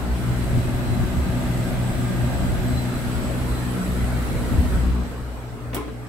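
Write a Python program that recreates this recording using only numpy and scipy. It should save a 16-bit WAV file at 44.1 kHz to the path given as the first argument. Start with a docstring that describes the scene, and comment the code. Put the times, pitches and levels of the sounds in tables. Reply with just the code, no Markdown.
"""A refrigerator's condenser fan drones and pushes air through the coil; beside it a sealed compressor
hums and its piston rings the steel shell. The microphone moves in from the bay's rim to the compressor,
on to the fan, through its draught, then backs out of the cabinet. A hand pulls the plastic door handle,
which clicks and knocks in the small room.
Places: 0 beside the compressor, 1 facing the fan, 2 at the rim of the bay, 3 out in the room."""
import sys
import numpy as np
from scipy import signal
from scipy.fft import rfft, irfft, next_fast_len
from scipy.io import wavfile
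from scipy.ndimage import uniform_filter1d, map_coordinates

SR = 44100
rng = np.random.default_rng(int(sys.argv[2]) if len(sys.argv) > 2 else 0)


def materialize(psi):
    """Save the field psi as 16-bit PCM at rate SR to the path in sys.argv[1].

    A 1-D psi becomes a single channel; in a 2-D psi each row is a channel.
    """
    bounded = np.clip(np.atleast_2d(psi).T, -1, 1)
    quanta = np.round(bounded * 32767).astype(np.int16)
    wavfile.write(sys.argv[1], SR, quanta)


N = 268304


def amp(db):
    """Decibels to gain."""
    return 10 ** (np.asarray(db) / 20)


def unit(x):
    """Scale to rms 1."""
    return x / np.sqrt(np.mean(x ** 2) + 1e-20)


def along(points, hz):
    """(Hz, value) points read on a log axis."""
    f, v = np.transpose(points)
    return np.interp(np.log(hz + 1), np.log(f + 1), v)


def curve(points):
    """(s, value) points read at every sample."""
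    return np.interp(np.arange(N) / SR, *np.transpose(points))


def at_place(values, place):
    """Glide between values for places 0 to 3."""
    return np.interp(place, np.arange(len(values)), values)


def swells(rows):
    """Bell-shaped level changes in dB from (s, length s, dB) rows."""
    t = np.arange(N) / SR
    return sum(db * np.exp(-(2 * (t - s) / length) ** 2) for s, length, db in rows)


def wobble(knots_per_s):
    """Smooth random curve."""
    knots = rng.standard_normal(int(N * knots_per_s / SR) + 4)
    return map_coordinates(knots, [np.arange(N) * knots_per_s / SR])


def fading(start_s, t60_s, attack_s=0.00062):
    """Quick rise at start_s, then exponential decay."""
    age = np.maximum(np.arange(N) / SR - start_s, 0)
    return (1 - np.exp(-age / attack_s)) * amp(-60 * age / t60_s)


def filtered(x, response):
    """Apply a complex response of frequency."""
    m = next_fast_len(N + SR // 2)
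    return irfft(rfft(x, m) * response(np.fft.rfftfreq(m, 1 / SR)), m)[..., :N]


def spread(pair):
    """Mix two unrelated signals to left and right: alike in the low mids, wide in the upper mids,
    fully alike in the top treble."""
    # (frequency [Hz], left-right correlation [ratio])
    likeness = [(40, 0.047), (150, 0.33), (350, 0.92), (750, 0.54), (1150, 0.3), (1500, 0.18), (2000, 0),
                (6500, 0), (7800, 0.79), (9000, 1), (15000, 1)]
    turn = lambda hz: np.arccos(np.clip(along(likeness, hz), -1, 1)) / 2
    mid, side = filtered(pair, lambda hz: np.array([np.cos(turn(hz)), np.sin(turn(hz))]))
    return np.array([mid + side, mid - side])


def noise(spectrum, patchy_db=0.0, modes=()):
    """Stereo noise of rms 1, lifted at its resonances, with drifting patches of gain."""
    z = signal.stft(rng.standard_normal((2, N)), nperseg=1024)[2]
    patches = uniform_filter1d(rng.standard_normal(z.shape[1:]), size=4, axis=0)
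    patches = unit(uniform_filter1d(patches, size=6, axis=1))
    pair = signal.istft(z * amp(patchy_db * patches), nperseg=1024)[1][:, :N]
    boost_db = lambda hz: sum(db / (1 + (2 * (hz - centre) / width) ** 2) for centre, width, db in modes)
    return unit(spread(filtered(pair, lambda hz: amp(along(spectrum, hz) + boost_db(hz)))))


def fan_tones(blade_rad, place, jitter_rad=0.054, apart_rad=0.43):
    """Each passing blade pushes the air; uneven inflow shakes the size and timing of the pushes."""
    # (blade-rate order, level at places 0 to 3 [dB])
    harmonics = [(1, -33.5, -30, -25.5, -40.5), (2, -28, -30, -40.5, -41), (3, -35, -40.5, -33, -62),
                 (4, -34.5, -36.5, -37.5, -49.5), (5, -52, -44.5, -43, -49.5), (6, -43, -45.5, -47, -63),
                 (7, -60, -49, -53.5, -50), (8, -58, -56, -53, -74)]
    # one tone swells or sinks: (time [s], length [s], order, change [dB])
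    tone_swells = [(0.136, 0.075, 1, 6), (0.217, 0.2, 2, 7), (.58, 0.068, 4, 6), (0.71, 0.29, 3, -21),
                   (0.73, 0.099, 4, -5), (1.145, 0.23, 2, -11), (1.72, .16, 1, -14), (2.715, 0.083, 4, 7.5),
                   (3.0, 0.34, 1, -11), (3.8, .12, 1, -16), (3.84, 0.25, 3, 12.5), (3.842, 0.12, 2, -8),
                   (3.99, 0.19, 1, 5.5), (4.55, 0.26, 5, 8.5), (4.597, 0.21, 4, 5), (4.62, 0.34, 1, 3),
                   (4.864, .14, 1, 5), (5.02, 0.064, 1, 4), (5.245, 0.2, 1, 4.5), (5.48, 0.14, 1, -14),
                   (5.3, 0.47, 5, -24)]
    # (flutter depth at places 0 to 3 [dB])
    flutter_db = [2.2, 2.2, 1.2, 1.2]
    out = np.zeros((2, N))
    for order, *levels_db in harmonics:
        db = at_place(levels_db, place) + at_place(flutter_db, place) * wobble(16)
        db += swells([(s, length, change) for s, length, k, change in tone_swells if k == order])
        phase = order * (blade_rad + jitter_rad * wobble(14)) + rng.uniform(0, 2 * np.pi)
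        port_rad = apart_rad * np.array([wobble(3.03), wobble(2.974)])
        out += np.sqrt(2) * amp(db) * np.sin(phase + port_rad)
    return out


def air_rush(blade_rad, place, doublings, db_per_doubling=-6.5, chop=0.029, slide=0.08):
    """Fan turbulence, chopped at the blade rate and coloured by each place's standing waves."""
    # air behind the fan, in front, in the room: (frequency [Hz], relative density [dB])
    behind_spectrum = [(60, -4), (150, 2.5), (260, 0.5), (360, -4.5), (450, -18), (520, -7), (640, -7),
                       (1050, -18.5), (1400, -16.5), (2200, -20.5), (4000, -25.5), (5500, -32),
                       (8000, -37.5), (16000, -51)]
    front_spectrum = [(60, -9.5), (150, 1.5), (260, -4.5), (400, -8), (620, -8), (750, -11.5),
                      (1200, -14.5), (2200, -19.5), (3000, -23), (4100, -25.5), (5500, -32), (8000, -36.5),
                      (16000, -71)]
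    room_spectrum = [(50, -11), (105, 2), (160, 0), (262, 3), (350, -1.5), (450, -0.5), (900, -5.5),
                     (1600, -10), (3000, -18.5), (5500, -25.5), (16000, -50)]
    # standing waves: (frequency [Hz], width [Hz], boost [dB])
    bay_modes = [(900, 90, 3), (1213, 110, 6.5), (1580, 140, 4), (2035, 100, 5), (2540, 270, 1.5),
                 (3300, 84, 2.5)]
    fan_modes = [(1335, 31, 7.4), (1520, 150, 3.2), (1910, 120, 2.8)]
    room_modes = [(1300, 80, 2.3), (1620, 56, 1.4)]
    behind = noise(behind_spectrum, patchy_db=1.2, modes=bay_modes)
    pitch_ratio = 1 + slide * np.minimum(place, 1)  # the bay's noise rises towards the fan
    behind = np.array([map_coordinates(x, [np.cumsum(pitch_ratio)], mode="mirror") for x in behind])
    front = noise(front_spectrum, patchy_db=2.04, modes=fan_modes)
    outside = noise(room_spectrum, patchy_db=2.6, modes=room_modes)
    # (noise, level at zero doublings [dB], power share at places 0 to 3)
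    fields = [(behind, -28, [1, 0, 0, 0]), (front, -30.5, [0, 1, .5, 0]), (outside, -30.5, [0, 0, .5, 1])]
    rush = sum(np.sqrt(at_place(shares, place)) * amp(db) * air for air, db, shares in fields)
    return rush * amp(db_per_doubling * doublings) * (1 + chop * np.sin(blade_rad))


def coil_hiss(place, treble_loss_db):
    """Air hisses through the coil; its fins whistle, best heard facing the fan."""
    # (frequency [Hz], relative density [dB])
    spectrum = [(2000, -19), (5000, -9.5), (7300, -6), (7900, 2), (8800, -2.5), (9900, 1.5), (11400, -4),
                (12300, -5.5), (13200, -5.5), (14100, -6), (15700, -12)]
    # fin whistles: (frequency [Hz], width [Hz], boost [dB])
    fin_modes = [(10370, 110, 10.5), (11020, 190, 7.5)]
    facing = at_place([0, 1, 0, 0], place) ** 2
    plain = np.sqrt(1 - facing) * noise(spectrum, patchy_db=3)
    whistling = np.sqrt(facing) * noise(spectrum, patchy_db=3, modes=fin_modes)
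    return amp(at_place([-45, -44.5, -47, -41.5], place) - treble_loss_db) * (plain + whistling)


def motor_hum(turns, place, waver_db=2.2):
    """The compressor motor hums on its shaft orders."""
    # (shaft order, level at places 0 to 3 [dB])
    harmonics = [(1, -55, -53, -49, -42), (2, -35, -48, -48, -40), (4, -41.5, -45.5, -36, -53),
                 (5, -50, -54, -48, -52)]
    hum = np.zeros(N)
    for order, *levels_db in harmonics:
        phase = 2 * np.pi * (order * turns + rng.random())
        hum += np.sqrt(2) * amp(at_place(levels_db, place)) * np.sin(phase)
    return hum * amp(waver_db * wobble(4.12))


def piston_strokes(turns, shaft_hz, gas_gain=0.58, stroke_db=1.0):
    """Each stroke puffs gas through the valve, whose repeating rattle gives lines at the shaft rate."""
    one_turn = unit(irfft(np.exp(2j * np.pi * rng.random((2, round(SR / shaft_hz / 2))))))
    rattle = np.array([map_coordinates(r, [turns % 1 * len(r)], mode="grid-wrap") for r in one_turn])
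    gas = gas_gain * rng.standard_normal((2, N))
    return spread((rattle + gas) * amp(stroke_db * np.cos(2 * np.pi * turns)))


def compressor_shell(strokes, place, treble_loss_db, rasp_db=1.6, rasp_per_s=45):
    """Piston strokes ring the steel shell in five groups of modes; some flare and sputter."""
    # shell modes: (frequency [Hz], width [Hz], relative level [dB])
    low_modes = [(655, 380, 1), (910, 130, -7), (1194, 75, -2.5), (1540, 100, -6), (1990, 160, -13),
                 (2590, 170, -15)]
    whine_modes = [(1599, 60, 0)]
    main_modes = [(4053, 75, 0)]
    high_modes = [(4980, 70, -4), (7860, 230, 0)]
    sizzle_modes = [(4930, 65, 0), (6750, 100, 3), (7950, 95, -5.5), (10860, 300, 0.5), (12080, 390, 0.5)]
    # (level between flares at places 0 to 3 [dB])
    low_base_db = [-46.5, -69, -70, -75]
    main_base_db = [-60, -60, -59, -76]
    # (time [s], length [s], low change [dB], main change [dB], high change [dB])
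    flares = [(.42, .1, -2, 4, 0), (.61, .1, -4, 9, 2), (.91, 0.26, 7, 10.5, -6), (1.28, .12, 3, 6, -2),
              (1.88, .14, -3, 2, 13), (2.35, 0.33, 6, 3, 11), (2.69, .09, 5, 6, 15),
              (2.782, 0.13, 0, 14.5, 11), (2.962, 0.11, -6, 11, 11), (3.15, .07, 0, 0, 14),
              (3.262, 0.12, -3, -4, 14), (3.567, .16, -2, 11, 9), (3.85, .1, -6, 7, 17),
              (4.3, 0.28, -2, 5, 5), (4.782, .12, 0, -2, 11)]
    # (time [s], level [dB])
    whine_db = [(0, -68), (1.2, -57), (1.7, -54), (2.1, -44), (2.5, -49), (2.8, -58), (6.08, -75)]
    low_db, main_db, high_db = (swells(np.array(flares)[:, [0, 1, column]]) for column in (2, 3, 4))
    low_db += at_place(low_base_db, place)
    main_db += at_place(main_base_db, place) + rasp_db * wobble(rasp_per_s)
    high_db += -63.5 - treble_loss_db + rasp_db * wobble(rasp_per_s)
    groups = [(low_modes, low_db), (whine_modes, curve(whine_db)), (main_modes, main_db),
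              (high_modes, high_db), (sizzle_modes, -57 - treble_loss_db)]
    bandpass = lambda hz, centre, width: 1j * hz * width / (centre ** 2 - hz ** 2 + 1j * hz * width)
    steel = lambda hz, modes: sum(amp(db) * bandpass(hz, centre, width) ** 2 for centre, width, db in modes)
    return sum(amp(db) * unit(filtered(strokes, lambda hz: steel(hz, modes))) for modes, db in groups)


def draught(place, lumps_db=3.5):
    """Gusts buffet the microphone; an eddy is a thump or a few low throbs, unequal at the two ports."""
    # (frequency [Hz], relative density [dB])
    spectrum = [(10, -34), (22, -16), (35, 0), (75, -1), (140, -9), (280, -16.5), (600, -40.5), (2000, -61)]
    # (level at places 0 to 3 [dB])
    steady_db = [-30.5, -29.5, -32.5, -41]
    # (time [s], length [s], change [dB])
    gusts = [(.56, 0.27, 4.5), (1.1, 0.62, 7), (2.42, 0.51, 4.5), (3.8, 0.19, -1), (4.57, 0.31, 6),
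             (4.85, 0.2, 8)]
    # (time [s], half length [s], throb [Hz], envelope peak [dB])
    eddies = [(0.999, .005, 100, -17), (1.2, .05, 70, -19), (2.236, .005, 100, -17), (2.26, .04, 68, -25),
              (2.48, .04, 76, -23), (2.77, .04, 70, -21), (3.417, .005, 100, -18), (4.593, .04, 78, -17)]
    rumble = unit(noise(spectrum) * amp(lumps_db * wobble(24)))
    out = amp(at_place(steady_db, place) + swells(gusts)) * rumble
    for s, half_s, hz, db in eddies:
        age = np.arange(N) / SR - s
        envelope = amp(db + rng.normal(0, 1, (2, 1))) * np.exp(-(age / half_s) ** 2)
        out += envelope * np.sin(2 * np.pi * (hz * age + rng.random()))
    return out


def door(crack_t60_s=0.094, clack_t60_s=0.07, knock_t60_s=0.12, blur_rad=0.6, apart_rad=0.17):
    """The handle takes up its slack and snaps free; the door panel knocks and rings."""
    # (time [s], bright crack [dB], hollow clack [dB], dull knock [dB], panel ring [dB])
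    contacts = [(5.731, -53, -34, -30.5, -54), (5.7447, -25, -50, -28, -45), (5.765, -48, -32, -32, -38),
                (5.775, -58, -48, -54, -29), (5.808, -64, -58, -33, -50), (5.879, -64, -64, -34, -48)]
    # (frequency [Hz], relative density [dB])
    crack_spectrum = [(300, -10), (2000, -10), (4000, -5.5), (6500, -10), (9000, -1), (12000, -3),
                      (15700, -6)]
    clack_spectrum = [(200, -16), (700, -6), (1500, -6), (2200, 4.5), (3300, -4), (4500, -12), (16000, -35)]
    knock_spectrum = [(80, -22), (170, -3), (255, 9.5), (300, -3), (350, 2), (520, -3), (700, -2),
                      (1050, -5), (1700, -10), (4000, -25), (16000, -48)]
    # door and handle: (frequency [Hz], relative level [dB], t60 [s])
    modes = [(296, -1.5, 0.48), (396, -10, 0.28), (432, -6, 0.78), (484, -14, 0.69), (740, -19, 0.22),
             (854, -11.5, 0.25), (1026, -1, 0.19), (1087, -3.5, .13), (1270, -13, 0.24), (1420, -12, 0.13),
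             (2220, -14, .2), (2670, -18, 0.082)]
    t = np.arange(N) / SR
    out = np.zeros((2, N))
    crack = noise(crack_spectrum, patchy_db=3.0)
    clack = noise(clack_spectrum)
    knock = noise(knock_spectrum, patchy_db=-0.5)
    for s, crack_db, clack_db, knock_db, _ in contacts:
        out += amp(crack_db) * fading(s, crack_t60_s) * crack
        out += amp(clack_db) * fading(s, clack_t60_s) * clack
        out += amp(knock_db) * fading(s, knock_t60_s) * knock
    for hz, db, t60_s in modes:
        # contacts add energy; the loose panel blurs the pitch
        energy = sum((amp(ring_db) * fading(s, t60_s)) ** 2 for s, *_, ring_db in contacts)
        phase = 2 * np.pi * hz * t + blur_rad * wobble(70) + apart_rad * rng.standard_normal((2, 1))
        out += amp(db) * np.sqrt(energy) * np.sin(phase)
    return out


def room(x):
    """Wall reflections as a noise tail; the top treble dies first."""
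    # (frequency [Hz], t60 [s])
    decay = [(200, 0.42), (1200, 0.54), (4000, 0.65), (14000, 0.13)]
    hz, t, z = signal.stft(rng.standard_normal((2, SR // 2)), SR, nperseg=256)
    tail = signal.istft(z * amp(-60 * t / along(decay, hz)[:, None]), SR, nperseg=256)[1]
    return signal.fftconvolve(x, tail / np.linalg.norm(tail[0]), axes=1)[:, :N]


def scene(shaft_hz=59.22, near_m=0.3):
    """Fan, compressor, draught and door along the microphone's path."""
    # (time [s], blade-pass rate [Hz])
    blade_hz = [(0, 60.9), (.8, 60.9), (1.1, 61.3), (2.8, 61.7), (4.8, 61.5), (6.08, 61)]
    # microphone: (time [s], place [0 to 3])
    path = [(0, 2.5), (.22, 0.75), (.7, 0.19), (2.6, 0), (3.2, 0.83), (3.85, 1.03), (4.55, 0.9), (5.0, 2),
            (5.1, 2.5), (5.45, 3), (6.08, 3)]
    # (time [s], distance from the coil [m])
    distance_m = [(0, 0.36), (.3, 0.31), (1.0, 0.32), (1.5, 0.29), (2.5, 0.3), (4.3, 0.29), (4.75, 0.3),
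                  (5.12, 0.52), (5.5, 0.78), (6.08, 0.87)]
    place = curve(path)
    doublings = np.log2(curve(distance_m) / near_m)
    treble_loss_db = 10.5 * doublings
    blade_rad = 2 * np.pi * np.cumsum(curve(blade_hz)) / SR
    fan = fan_tones(blade_rad, place) + air_rush(blade_rad, place, doublings)
    hiss = coil_hiss(place, treble_loss_db)
    turns = shaft_hz * np.arange(N) / SR + 0.0038 * wobble(4)
    hum = motor_hum(turns, place)
    shell = compressor_shell(piston_strokes(turns, shaft_hz), place, treble_loss_db)
    click = door()
    return fan + hiss + hum + shell + draught(place) + click + amp(-8.0) * room(click)


def record(dry, lag_s=0.000256, lag_from_hz=6000, top_hz=15750):
    """Band-limited stereo; the left channel is fuller in the bass and late in the top treble."""
    # (frequency [Hz], left minus right [dB])
    balance = [(50, 0.3), (150, 2), (650, 1.6), (1400, 0), (5000, -0.9), (9000, -0.5)]
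    sides = np.array([[.5], [-.5]])
    lag = lambda hz: np.exp(-2j * np.pi * hz * lag_s * sides * (hz > lag_from_hz))
    return filtered(dry, lambda hz: amp(sides * along(balance, hz)) * lag(hz) * (hz < top_hz))


dry = scene()
out = record(dry)
materialize(out)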